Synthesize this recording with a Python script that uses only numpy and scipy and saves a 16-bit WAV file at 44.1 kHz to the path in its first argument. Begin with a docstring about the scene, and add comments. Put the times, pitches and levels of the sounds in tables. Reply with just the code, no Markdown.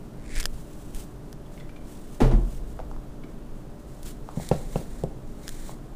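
"""A full plastic jug crosses a small room: liquid bubbles in it over faint hum, room air and camera rumble.
All the while a jacket close to the body-worn camera rubs, swishes, crackles and snaps: shaped noise and clicks.
The jug lands on a wooden table, whose modes boom and sway on its legs while filtered noise rattles.
Fingers tap the handle as resonant bursts; then the jug rocks, its base knocking on the wood as struck modes.
A short room tail, darkening as it dies, follows the jug and table sounds."""
import sys
import numpy as np
from scipy import signal
from scipy.fft import rfft, irfft, next_fast_len
from scipy.io import wavfile
from scipy.ndimage import map_coordinates

SR = 44100
rng = np.random.default_rng(int(sys.argv[2]) if len(sys.argv) > 2 else 0)


def dump_mix(stems):
    """Bounce the given channels to the path in sys.argv[1] as a 16-bit WAV at rate SR."""
    frames = np.atleast_2d(stems).T  # one column per channel
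    limited = np.clip(frames, -1, 1)  # hard clip at full scale
    pcm = np.round(limited * 32767).astype(np.int16)
    wavfile.write(sys.argv[1], SR, pcm)


N = 262501
TIME = np.arange(N) / SR  # seconds into the scene
AGE = np.arange(SR) / SR  # seconds since one struck or plucked event began


def amp(db):
    """Decibels to gain."""
    return 10 ** (np.asarray(db) / 20)


def unit(x):
    """Scale to rms 1."""
    return x / np.sqrt(np.mean(x ** 2) + 1e-20)


def along(points, hz):
    """Read a curve of (hz, value) points on a log frequency axis."""
    point_hz, value = np.transpose(points)
    return np.interp(np.log(hz + 1), np.log(point_hz + 1), value)


def wobble(rate):
    """A smooth random curve with the given number of knots a second."""
    knots = rng.standard_normal(int(N * rate / SR) + 4)
    return map_coordinates(knots, [TIME * rate])


def colour(x, spectrum):
    """Filter x by a curve of (hz, gain dB) points, then scale it to rms 1."""
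    size = next_fast_len(len(x) + 8192)
    gain = amp(along(spectrum, np.fft.rfftfreq(size, 1 / SR)))
    return unit(irfft(rfft(x, size) * gain, size)[:len(x)])


def noise(spectrum, size):
    """Coloured noise of rms 1."""
    return colour(rng.standard_normal(size), spectrum)


def fade(t60):
    """A free decay that loses 60 dB in t60 seconds."""
    return amp(-60 * AGE / t60)


def band(x, hz, kind, order=2):
    """A causal low-, high- or band-pass."""
    sos = signal.butter(order, np.minimum(hz, SR / 2 - 1), kind, fs=SR, output="sos")
    return signal.sosfilt(sos, x)


def ring(modes, scatter_db, rise_cycles):
    """Struck modes decay as sines after a short build-up; scatter_db varies their strength."""
    out = np.zeros(SR)
    for hz, db, t60 in modes:
        strength = amp(db + scatter_db * rng.standard_normal())
        build_up = 1 - np.exp(-AGE * hz / rise_cycles)
        out += strength * fade(t60) * build_up * np.sin(2 * np.pi * hz * AGE)
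    return out


def add(track, s, sound):
    """Mix a sound into the track at time s."""
    part = track[round(s * SR):][:len(sound)]
    part += sound[:len(part)]


def swell(s, db, rise_s, hold_s, release_s):
    """The gain of one movement: it builds up to time s, holds and dies away."""
    swell_db = 20  # gained over the rise, lost over the release
    early = np.maximum(s - TIME, 0) / max(rise_s, 1 / SR)
    late = np.maximum(TIME - s - hold_s, 0) / max(release_s, 1 / SR)
    return amp(db - swell_db * (early + late))


def appliance():
    """Steady machine tones waver slowly in level and phase."""
    # tones of the appliance: hz, mean_level_db (rms)
    tones = [(129.2, -54.5), (236.9, -55), (295.5, -53.5), (414.5, -60), (586.8, -61.5)]
    out = np.zeros(N)
    for hz, db in tones:
        level = amp(db + 1.5 * wobble(4)) * np.sqrt(2)
        out += level * np.sin(2 * np.pi * hz * TIME + .8 * wobble(6))
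    return out


def room_air():
    """The air of the room is dark broadband noise that barely drifts in level."""
    # tone of the air: hz, relative_level_db
    air_tone = [(35, -51), (60, -7.5), (96, -4), (129, 2.5), (242, -3.5), (259, -10.5), (291, -7.5),
                (327, -3), (413, -9), (546, -12.5), (599, -12.5), (1320, -22.5), (2250, -32.5), (3120, -34),
                (15500, -44.5)]
    return amp(-44.5 + 0.18 * wobble(2.4)) * noise(air_tone, size=N)


def camera_rumble():
    """Low noise from the camera swells whenever the body jolts it."""
    # body movements: peak_s, rumble_db, rise_s, hold_s, release_s
    jolts = [(0.372, -27.5, .08, 0.096, 0.24), (0.894, -29, .1, .03, 0.21), (2.6, -33, 0.32, 0.34, 0.48),
             (4.054, -37, 0.16, 0.066, 0.16), (4.497, -33.5, 0.3, 0.25, 1)]
    # tone of the rumble: hz, relative_level_db
    rumble_tone = [(10, -7.5), (22, 0.5), (32, -13.5), (44, -8.5), (55, -12), (75, -27.5), (200, -70)]
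    idle_db = -39.5  # rumble between jolts
    power = amp(idle_db) ** 2 + sum(swell(*jolt) ** 2 for jolt in jolts)
    return np.sqrt(power) * noise(rumble_tone, size=N)


def friction(gain, spectrum):
    """Threads slide over each other: a fine, uneven grain."""
    roughness_db = 2.7 * rng.standard_normal(N) + 1.7 * wobble(120) + 1.5 * wobble(20)
    grain = rng.standard_normal(N) * amp(roughness_db)
    return gain * colour(grain, spectrum)


def sleeve():
    """Arm strokes swish brightly, or rub with a hollower sound when the arm reaches past the camera."""
    # strokes of the arm: peak_s, level_db, rise_s, hold_s, release_s, hollowness (0-1)
    strokes = [(0.493, -57, 0.16, 0.18, .25, 0), (0.799, -54, .1, 0.023, 0.13, 0),
               (0.956, -48, .06, 0.048, 0.13, 0), (1.528, -59.5, 0.053, .02, 0.17, 0.4),
               (1.883, -55.5, .13, 0.19, 0.42, 0.1), (2.547, -53.5, 0.26, .02, .05, 0),
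               (2.682, -60.5, 0.11, 0.02, 0.28, 0.1), (3.992, -57, 0.31, .02, .1, 0.2),
               (4.059, -45.5, 0.038, 0.032, 0.072, 0.1), (4.418, -48.5, 0.21, 0.13, .2, 1),
               (4.729, -49, .2, 0.075, 0.098, 0.4), (4.95, -54, 0.31, 0.044, 0.21, 1),
               (5.497, -51, 0.26, 0.22, 0.085, 0.87)]
    # tone of the bright swish: hz, relative_level_db
    swish_tone = [(500, -7), (1500, -2), (2200, -4.5), (3000, -0.5), (4700, -3.5), (6000, -1.5), (7700, 1),
                  (9800, -0.5), (11300, -5.5), (15300, -4.5)]
    # tone of the hollow rub: hz, relative_level_db
    rub_tone = [(600, -12), (1500, 1), (2150, 4), (2650, -7.5), (3400, -1.5), (4050, 2), (4800, -3.5),
                (5650, -0.5), (6200, -1), (7200, 3), (9800, -0.5), (11300, -9.5), (12500, -8),
                (14600, -5.5)]
    idle_db = -67.5  # the sleeve never lies quite still
    bright, hollow = np.full(N, amp(idle_db) ** 2), np.zeros(N)  # powers
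    for *movement, hollowness in strokes:
        power = swell(*movement) ** 2
        share = np.clip(hollowness, 0, 1)
        bright += (1 - share) * power
        hollow += share * power
    return friction(np.sqrt(bright), swish_tone) + friction(np.sqrt(hollow), rub_tone)


def creasing():
    """A squeezed fold gives way in many tiny random slips, heard as a crackle."""
    # the one squeeze: peak_s, crackle_db, rise_s, hold_s, release_s
    squeeze = (.375, -38.5, .135, .035, .045)
    # tone of the crackle: hz, relative_level_db
    crackle_tone = [(700, -9), (1150, -15), (1700, 1), (2000, 3.5), (2400, 1.5), (2900, -11), (4000, -7),
                    (5100, -9.5), (6200, -11), (7300, -6.5), (10000, -10.5), (11700, -28), (15500, -27)]
    slips_per_s = 2600
    slips = (rng.random(N) < slips_per_s / SR) * rng.standard_normal(N)
    slips = slips * amp(3 * rng.standard_normal(N))
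    return swell(*squeeze) * colour(slips, crackle_tone)


def fabric_snaps():
    """Stiff fabric lets go in single bright ticks, and the taut fold rings with them."""
    # snaps of the jacket: start_s, tick_peak_db, relative_fold_db
    snaps = [(0.344, -34, -14), (0.357, -30.5, 0), (0.363, -26.5, -2.5), (0.388, -29, 1),
             (0.4003, -19.5, -6), (0.4045, -21.5, -3), (0.4087, -20.5, -22), (0.4295, -28, 5),
             (0.4402, -27, -2), (0.4559, -14.5, 3.5), (0.948, -24.5, -29), (1.3287, -36.5, 0.5),
             (4.031, -30, -26), (4.4898, -21, -28), (5.037, -32.5, -7), (5.48, -22.5, 0),
             (5.4918, -22.5, -5.5)]
    # modes of a taut fold of fabric: hz, relative_level_db, t60_s
    fold_modes = [(700, -13, .008), (1750, -2, .008), (3350, 2, .004), (5000, 3, .004), (9500, -5, .005)]
    out = np.zeros(N)
    for s, db, fold_db in snaps:
        burst = rng.standard_normal(SR) * (fade(0.0022) + amp(-16) * fade(0.03))
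        tick = band(burst, [3500, 11000], "band", order=1)
        crack = amp(fold_db - 5) * ring(fold_modes, scatter_db=1, rise_cycles=.12)
        add(out, s, amp(db) * (tick / np.abs(tick).max() + crack))
    return out


def jacket():
    """Stiff fabric swishes as the arm moves, crackles where it creases and lets go in snaps."""
    return sleeve() + creasing() + fabric_snaps()


def slosh():
    """Bubbles ring briefly and rise in pitch inside the jug, each with a little splash."""
    # small bubbles in the liquid: start_s, relative_level_db, start_pitch_hz
    bubbles = [(1.46, -52, 3320), (1.576, -46, 2110), (1.599, -47, 3350), (1.606, -45, 1960),
               (1.692, -45.5, 2260), (1.761, -45, 2290), (3.236, -45, 2170)]
    out = np.zeros(N)
    for s, db, hz in bubbles:
        tone = np.sin(2 * np.pi * hz * AGE * (1 + 3 * AGE))
        splash = unit(band(rng.standard_normal(SR), [hz * 0.44, hz * 1.47], "band"))
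        envelope = fade(.04) * (1 - np.exp(-AGE / .001))
        add(out, s, amp(db) * (1.1 * tone + .7 * splash) * envelope)
    return out


def room(x):
    """The furnished room answers briefly, the treble dying first."""
    # decay of the room: hz, t60_s
    room_decay = [(100, 0.79), (500, 0.56), (3000, 0.42), (12000, 0.16)]
    hz, t, z = signal.stft(rng.standard_normal(SR // 2), SR, nperseg=256)
    decay = amp(-60 * t / along(room_decay, hz)[:, None])
    tail = signal.istft(z * decay, SR, nperseg=256)[1]
    delayed = np.pad(tail, (round(.005 * SR), 0))
    tail = band(delayed, 123, "high")
    return signal.fftconvolve(x, tail / np.linalg.norm(tail))[:N]


def table_sway():
    """The table sways on its legs under the new weight: very low decaying sines."""
    # sways: start_s, pitch_hz, level_db, t60_s
    sways = [(2.228, 30, -10.5, .7), (2.336, 40.5, -11, .6)]
    out = np.zeros(N)
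    for s, hz, db, t60 in sways:
        add(out, s, -amp(db) * fade(t60) * np.sin(2 * np.pi * hz * AGE))
    return out


def landing():
    """The heavy jug rings the table top, shakes what lies on it and sets the legs swaying."""
    # one edge lands, then the jug drops flat: start_s, relative_force_db, brightness_hz, relative_rattle_db
    contacts = [(2.203, -14, 2200, 1), (2.21, -13.5, 1500, -7), (2.2164, -7.5, 1300, -5),
                (2.248, -9.5, 500, -9.5), (2.312, -18, 160, -9), (2.335, -6, 160, -34)]
    # modes of the loaded table top: hz, relative_level_db, t60_s
    table_modes = [(87, -22, 0.35), (127, -18.5, 0.46), (168, -20, 0.18), (225, -30.5, 0.24),
                   (236, -7, 0.058), (258, -20, 0.14), (340.3, -26.5, 0.36), (431, -27.5, 0.16),
                   (443.6, -19.5, 0.13), (552, -23.5, 0.25), (638, -41.5, 0.21), (702, -22, 0.18),
                   (736, -34, 0.15), (860, -43, .18)]
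    # tone of the rattle: hz, relative_level_db
    rattle_tone = [(60, -40), (200, 8), (750, -2.5), (1200, -11.5), (2100, -18), (4000, -25.5),
                   (9000, -32.5), (15000, -44)]
    out = table_sway()
    for s, db, bright_hz, rattle_db in contacts:
        boom = ring(table_modes, scatter_db=4, rise_cycles=0.37)
        add(out, s, amp(db) * band(boom, bright_hz, "low"))
        rattle = noise(rattle_tone, size=SR) * fade(0.28)
        add(out, s, amp(rattle_db - 21.0) * rattle)
    return out


def taps():
    """Fingertips on the hollow handle give a short, rough push to a broad plastic resonance."""
    # finger taps: start_s, peak_db, pitch_hz
    finger_taps = [(2.791, -30, 1240), (2.793, -26.5, 620), (2.801, -25.5, 696), (2.914, -30, 980),
                   (2.964, -34, 990), (3.243, -30.5, 279), (4.289, -25, 960), (4.399, -26.5, 720),
                   (4.814, -30.5, 560), (5.694, -27.5, 850)]
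    out = np.zeros(N)
    for s, db, hz in finger_taps:
        push = fade(0.0046) + 0.15 * rng.standard_normal(SR) * fade(0.031)
        body = band(push, [hz * 0.73, hz * 1.36], "band")
        edge = amp(-15.5) * band(push, [hz, hz * 5], "band", order=1)
        wall = body + edge
        add(out, s, amp(db) * wall / np.abs(wall).max())
    return out


def knocks():
    """The rocking base strikes the wood; a softer contact dulls the knock and leaves mostly thud."""
    # knocks of the base: start_s, relative_level_db, relative_thud_db, brightness_hz
    base_knocks = [(4.372, -12.5, 6, 480), (4.514, 1.5, -2, 3600), (4.7581, -5.5, 0, 3350),
                   (5.0374, -4.5, -2.5, 593)]
    # modes of jug and wood together: hz, relative_level_db, t60_s
    jug_modes = [(68.4, -24.5, 0.24), (147, -17, 0.15), (170.6, -12, 0.093), (217, -17, 0.093),
                 (404, -15.5, 0.035), (480, -15.5, 0.034), (528, -12.5, 0.033), (663, -17.5, 0.046),
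                 (762, -17.5, 0.033), (914, -34, 0.057), (1098, -36.5, 0.079), (1340, -39, 0.1),
                 (1910, -57, 0.019), (2660, -31, 0.019)]
    # tone of the contact noise: hz, relative_level_db
    clack_tone = [(200, -1), (600, 11), (1200, -9), (3000, -16), (6000, -14), (15000, -37)]
    out = np.zeros(N)
    for s, db, thud_db, bright_hz in base_knocks:
        # the weight of the liquid acts on the low modes only
        modes = [(hz, level + thud_db * (hz < 300), t60) for hz, level, t60 in jug_modes]
        clack_fade = amp(-20.0) * fade(0.0068) + amp(-31.5) * fade(0.23)
        clack = noise(clack_tone, size=SR) * clack_fade
        struck = ring(modes, scatter_db=0.0, rise_cycles=0.32) + clack
        knock = amp(db) * band(struck, bright_hz, "low")
        add(out, s, knock)
        add(out, s, amp(-17) * room(knock))
    return out


def scene():
    """Everything reaches both channels alike; the jacket is too close for the room to matter."""
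    background = appliance() + room_air() + camera_rumble()
    handling = slosh() + taps()
    thump = landing()
    echoes = amp(-11.5) * room(thump) + amp(-9) * room(handling)  # knocks carry their own
    mono = background + jacket() + handling + thump + knocks() + echoes
    return np.array([mono, mono])


def record(dry):
    """The camera rounds off the highest peaks and keeps nothing above its band limit."""
    ceiling, top_hz = .5, 15400
    held = dry / (1 + np.abs(dry / ceiling) ** 8) ** (1 / 8)
    size = next_fast_len(N + 8192)
    kept = np.fft.rfftfreq(size, 1 / SR) < top_hz
    return irfft(rfft(held, size) * kept, size)[:, :N]


dry = scene()
out = record(dry)
dump_mix(out)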